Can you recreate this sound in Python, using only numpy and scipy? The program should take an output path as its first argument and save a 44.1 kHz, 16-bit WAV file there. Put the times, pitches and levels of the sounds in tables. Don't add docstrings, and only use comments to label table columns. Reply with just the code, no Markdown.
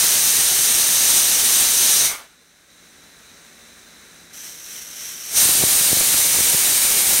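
import sys
import numpy as np
from scipy import signal
from scipy.fft import rfft, irfft
from scipy.io import wavfile
from scipy.ndimage import uniform_filter1d

SR = 44100
rng = np.random.default_rng(int(sys.argv[2]) if len(sys.argv) > 2 else 0)


def store_pcm(level_fs):
    pcm = np.round(np.clip(level_fs, -1, 1) * 32767).astype(np.int16)
    wavfile.write(sys.argv[1], SR, np.atleast_2d(pcm).T)


N = 317520
TIME = np.arange(N) / SR
FREQ = np.maximum(np.arange(N // 2 + 1) * SR / N, 1)

# spray/dB, low rush/dB, treble tilt/dB, whistle/dB, tube tone/dB
LIFTS = [(-.6, 2.0585, -15.5, -20, -30, -1, -8, -16), (5.373, 7.5, -15, -15.5, -25, 0.6, -14, -18.5)]
# t/s, extra jet/dB, extra whistle/dB, extra tube tone/dB
SURGES = [(.03, 0.2, 0, 2), (1.14, 1.7, .3, 2), (1.58, 1.3, -1, 1.5), (1.93, 0.96, 2, 4.5),
          (6.35, 0.5, 2, -3), (7.19, 1.2, -1, -1)]
# peak t/s, level/dB, rise/(dB/s), fall/(dB/s), f/Hz, width/Hz
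HOOTS = [(2.043, -28.5, 700, 100, 2190, 160), (7.05, -35.5, 3.5, 5, 2270, 259.5)]
# f/Hz, relative spectral level/dB
JET_SPECTRUM = [(20, -15.5), (100, -13), (400, -10.5), (1000, -10), (1700, -7.5), (3000, -4), (5000, -2),
                (7600, -0.5), (9600, -0.5), (11800, 0), (14000, -2.5), (16000, -5)]
LEAK_SPECTRUM = [(30, -26), (400, -5), (900, -10.5), (1700, 0.5), (3200, 0.5), (4700, -2.5), (7500, 3),
                 (10000, -1), (14000, 0.5), (16000, -9)]
SIMMER_SPECTRUM = [(25, -24), (40, 0), (60, 1.5), (130, -3), (230, 3), (450, -0.5), (950, -6), (1600, 1.5),
                   (2200, -1), (3000, -7), (4800, -8), (7200, -6), (10000, -10), (16000, -16)]
# f/Hz, width/Hz, level/dB relative to the turbulence
WEIGHT_MODES = [(1760, 290, -1.5), (2940, 350, -6.5), (7030, 250, 1.5), (8440, 370, 6), (8850, 280, 7),
                (9150, 270, 3), (10300, 450, -1.5)]
LEAK_MODES = [(3200, 350, -2), (4020, 500, 0), (5560, 340, 10), (5880, 290, 12.5), (6260, 320, 8.5),
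              (8550, 600, 1.5), (11150, 500, 0)]
SIMMER_MODES = [(1660, 120, -7), (3800, 510, 7), (4010, 140, 12), (5560, 400, 3), (6150, 450, 7),
                (8700, 470, 4.5)]
# f/Hz, width/Hz, relative level/dB
WHISTLE_MODES = [(5760, 500, -2.5), (6080, 240, 1), (6410, 290, -0.5)]
# t/s, relative level/dB, push length/ms, direction (+1 or -1)
DROP_IMPACTS = [(5.4553, -21, 0.86, 1), (5.4923, -18, 0.61, 1), (5.599, -23, 1.2, 1),
                (5.638, -8.5, 0.66, 1), (5.9303, -10.5, 0.68, -1), (5.9709, -18, 0.55, 1),
                (6.1427, -12, 0.23, 1), (6.3878, -15, 0.46, 1), (6.407, -19.5, .8, -1),
                (6.5476, -18.5, 0.61, 1)]
# f/Hz, level/dB relative to the simmering noise
MOTOR_TONES = [(167, -21), (231.5, -23), (587, -26)]
# delay/ms, relative gain
REFLECTIONS = [(1.35, 0.03), (2.6, 0.038), (4.3, 0.049)]

OPEN_DB_PER_S, CLOSE_DB_PER_S = 288, 202


def vent():
    out = 0
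    for lift, hollow in zip(LIFTS, HOOTS):
        open_s, sink_s, jet_db, spray_db, rush_db, tilt_db, whistle_db, tube_db = lift
        flare_db = 10.5 * bump(open_s + .005, width_s=0.033)
        whistle = undb(whistle_db + flare_db) * surge(column=2) * vent_tone(WHISTLE_MODES, waver_db=0)
        tube = undb(tube_db) * surge(column=3) * vent_tone([(3920, 520, 0)], waver_db=0.5)
        blast = undb(jet_db) * flow(open_s, sink_s) * (jet(spray_db, rush_db, tilt_db) + whistle + tube)
        seated_s = sink_s + 0.12
        lifted = swell(open_s, OPEN_DB_PER_S, CLOSE_DB_PER_S, hold_s=seated_s - open_s)
        out = out + blast + lifted * hoot(*hollow) + puff(peak_s=sink_s + 0.055, level_db=-31.5)
    return out


def jet(spray_db, rush_db, tilt_db):
    source = turbulence(flutter_db=0.85, flutter_hz=70) + undb(spray_db) * spray(per_s=2500, spread_db=6)
    tilt = spectrum([(4000, 0), (14000, tilt_db)])
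    roar = shaped(source, spectrum(JET_SPECTRUM) * tilt * (1 + resonance(WEIGHT_MODES)))
    rush = shaped(turbulence(flutter_db=5, flutter_hz=45), resonance([(220, 1500, 0)]))
    return roar + undb(rush_db) * rush


def flow(open_s, sink_s, sag_db_per_s=.5):
    opening = swell(open_s, OPEN_DB_PER_S, CLOSE_DB_PER_S, hold_s=sink_s - open_s)
    overshoot_db = 2.5 * bump(open_s + 0.042, width_s=0.027)
    sag_db = sag_db_per_s * np.maximum(TIME - open_s, 0)
    return opening * undb(overshoot_db - sag_db) * surge(column=1)


def surge(column):
    return undb(sum(row[column] * bump(row[0], width_s=0.12) for row in SURGES))


def vent_tone(modes, waver_db):
    tone = shaped(turbulence(flutter_db=1.2, flutter_hz=48), resonance(modes))
    return tone * undb(waver_db * walk(6.4))


def hoot(peak_s, level_db, rise_db_per_s, fall_db_per_s, hz, width_hz):
    tone = shaped(rng.standard_normal(N), resonance([(hz, width_hz, 0)]))
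    return undb(level_db) * tone * swell(peak_s, rise_db_per_s, fall_db_per_s)


def puff(peak_s, level_db):
    power = resonance([(750, 340, -2), (1300, 560, 1.5), (2500, 4500, -5.5)])
    breath = shaped(turbulence(flutter_db=4, flutter_hz=37), power)
    return undb(level_db) * breath * swell(peak_s, rise_db_per_s=130, fall_db_per_s=132)


def leak(start_s, end_s, level_db, growth_db_per_s, attack_s):
    source = turbulence(flutter_db=1.5, flutter_hz=250) + undb(-9) * spray(per_s=440, spread_db=9)
    hiss = shaped(source, spectrum(LEAK_SPECTRUM) * (1 + resonance(LEAK_MODES)))
    age = np.clip(TIME - start_s, 0, end_s - start_s)
    nod_hz, crest_s, depth_db, settle_s = 3.3, 4.44, 3, 1.3
    nod_db = depth_db * np.exp(-age / settle_s) * np.cos(2 * np.pi * nod_hz * (TIME - crest_s))
    gap = np.minimum(age / attack_s, 1) * swell(end_s, 0, CLOSE_DB_PER_S)
    return hiss * gap * undb(level_db + growth_db_per_s * age + nod_db)


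def droplets(port_hz, port_width_hz, gain_db):
    pushes = sum(np.sign(direction) * undb(db) * bump(s, width_s=ms / 2000)
                 for s, db, ms, direction in DROP_IMPACTS)
    port = -FREQ ** 2 / (port_hz ** 2 - FREQ ** 2 + 1j * FREQ * port_width_hz)
    return undb(gain_db) * irfft(rfft(pushes) * port, N)


def mist(start_s, end_s, per_s, level_db, fade_db):
    hits = (rng.random(N) < per_s / SR) * (rng.random(N) - .5)
    patter = unit(shaped(hits, resonance([(190, 360, 0)]) * spectrum([(40, -12), (120, -7)])))
    gain = undb(level_db - np.interp(TIME, [start_s, end_s], [0, fade_db]))
    return patter * gain * swell(start_s, OPEN_DB_PER_S, CLOSE_DB_PER_S, hold_s=end_s - start_s)


def simmer(level_db, rise_s):
    power = spectrum(SIMMER_SPECTRUM) * (1 + resonance(SIMMER_MODES))
    noise = shaped(turbulence(flutter_db=.5, flutter_hz=40), power)
    hum = sum(np.sqrt(2) * undb(db + 2 * walk(3.7)) * np.sin(2 * np.pi * hz * TIME + 0.25 * walk(2.8))
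              for hz, db in MOTOR_TONES)
    age = np.maximum(TIME - rise_s, 0)
    dip_db = 3 * np.maximum(1 - age / .045, 0) + 4.7 * np.exp(-age / 0.44)
    return (noise + hum) * undb(level_db - dip_db)


def kitchen(x, t60_s, room_db):
    t = TIME[:SR // 2]
    tail = rng.standard_normal(len(t)) * np.exp(-np.log(1000) * t / t60_s) * (t > .005)
    tail *= undb(room_db) / np.sqrt(np.sum(tail ** 2))
    early = sum(gain * np.exp(-2j * np.pi * FREQ * ms / 1000) for ms, gain in REFLECTIONS)
    highpass = FREQ / np.hypot(FREQ, 700)
    response = 1 + highpass * (early + rfft(tail, N))
    return irfft(rfft(x) * response, N) / np.sqrt(1 + undb(room_db) ** 2)


def turbulence(flutter_db, flutter_hz):
    return rng.standard_normal(N) * undb(flutter_db * walk(flutter_hz))


def spray(per_s, spread_db):
    hits = rng.random(N) < per_s / SR
    return unit(hits * np.sign(rng.standard_normal(N)) * undb(spread_db * rng.random(N)))


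def resonance(modes):
    return sum(undb(db) ** 2 / (1 + (1.56 * (FREQ - hz) / width) ** 2) ** 2 for hz, width, db in modes)


def spectrum(points):
    hz, db = np.transpose(points)
    return undb(np.interp(np.log(FREQ), np.log(hz), db)) ** 2


def shaped(x, power):
    return irfft(rfft(x) * np.sqrt(power / power.mean()), N)


def swell(peak_s, rise_db_per_s, fall_db_per_s, hold_s=0):
    before_s = np.maximum(peak_s - TIME, 0)
    after_s = np.maximum(TIME - peak_s - hold_s, 0)
    return undb(-rise_db_per_s * before_s - fall_db_per_s * after_s)


def bump(peak_s, width_s):
    return np.exp(-((TIME - peak_s) / width_s) ** 2 / 2)


def walk(rate_hz):
    hold = int(SR / rate_hz)
    steps = np.repeat(rng.standard_normal(N)[:N // hold + 1], hold)[:N]
    return 0.93 * uniform_filter1d(steps, hold)


def undb(db):
    return 10 ** (np.asarray(db) / 20)


def unit(x):
    return x / np.sqrt(np.mean(x ** 2))


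def scene():
    cooker = vent() + leak(start_s=4.329, end_s=5.36, level_db=-40, growth_db_per_s=8, attack_s=.004)
    cooker += simmer(level_db=-46, rise_s=2.67)
    splashes = droplets(port_hz=83, port_width_hz=73, gain_db=0.5)
    splashes += mist(start_s=5.45, end_s=6.7, per_s=60, level_db=-40, fade_db=12)
    mono = kitchen(cooker, t60_s=0.23, room_db=-9) + splashes
    return np.array([mono, mono])


def record(dry):
    ceiling, top_hz = .85, 15750
    rounded = dry / (1 + (dry / ceiling) ** 6) ** (1 / 6)
    return signal.sosfilt(signal.ellip(12, .2, 80, top_hz, fs=SR, output="sos"), rounded)


dry = scene()
out = record(dry)
store_pcm(out)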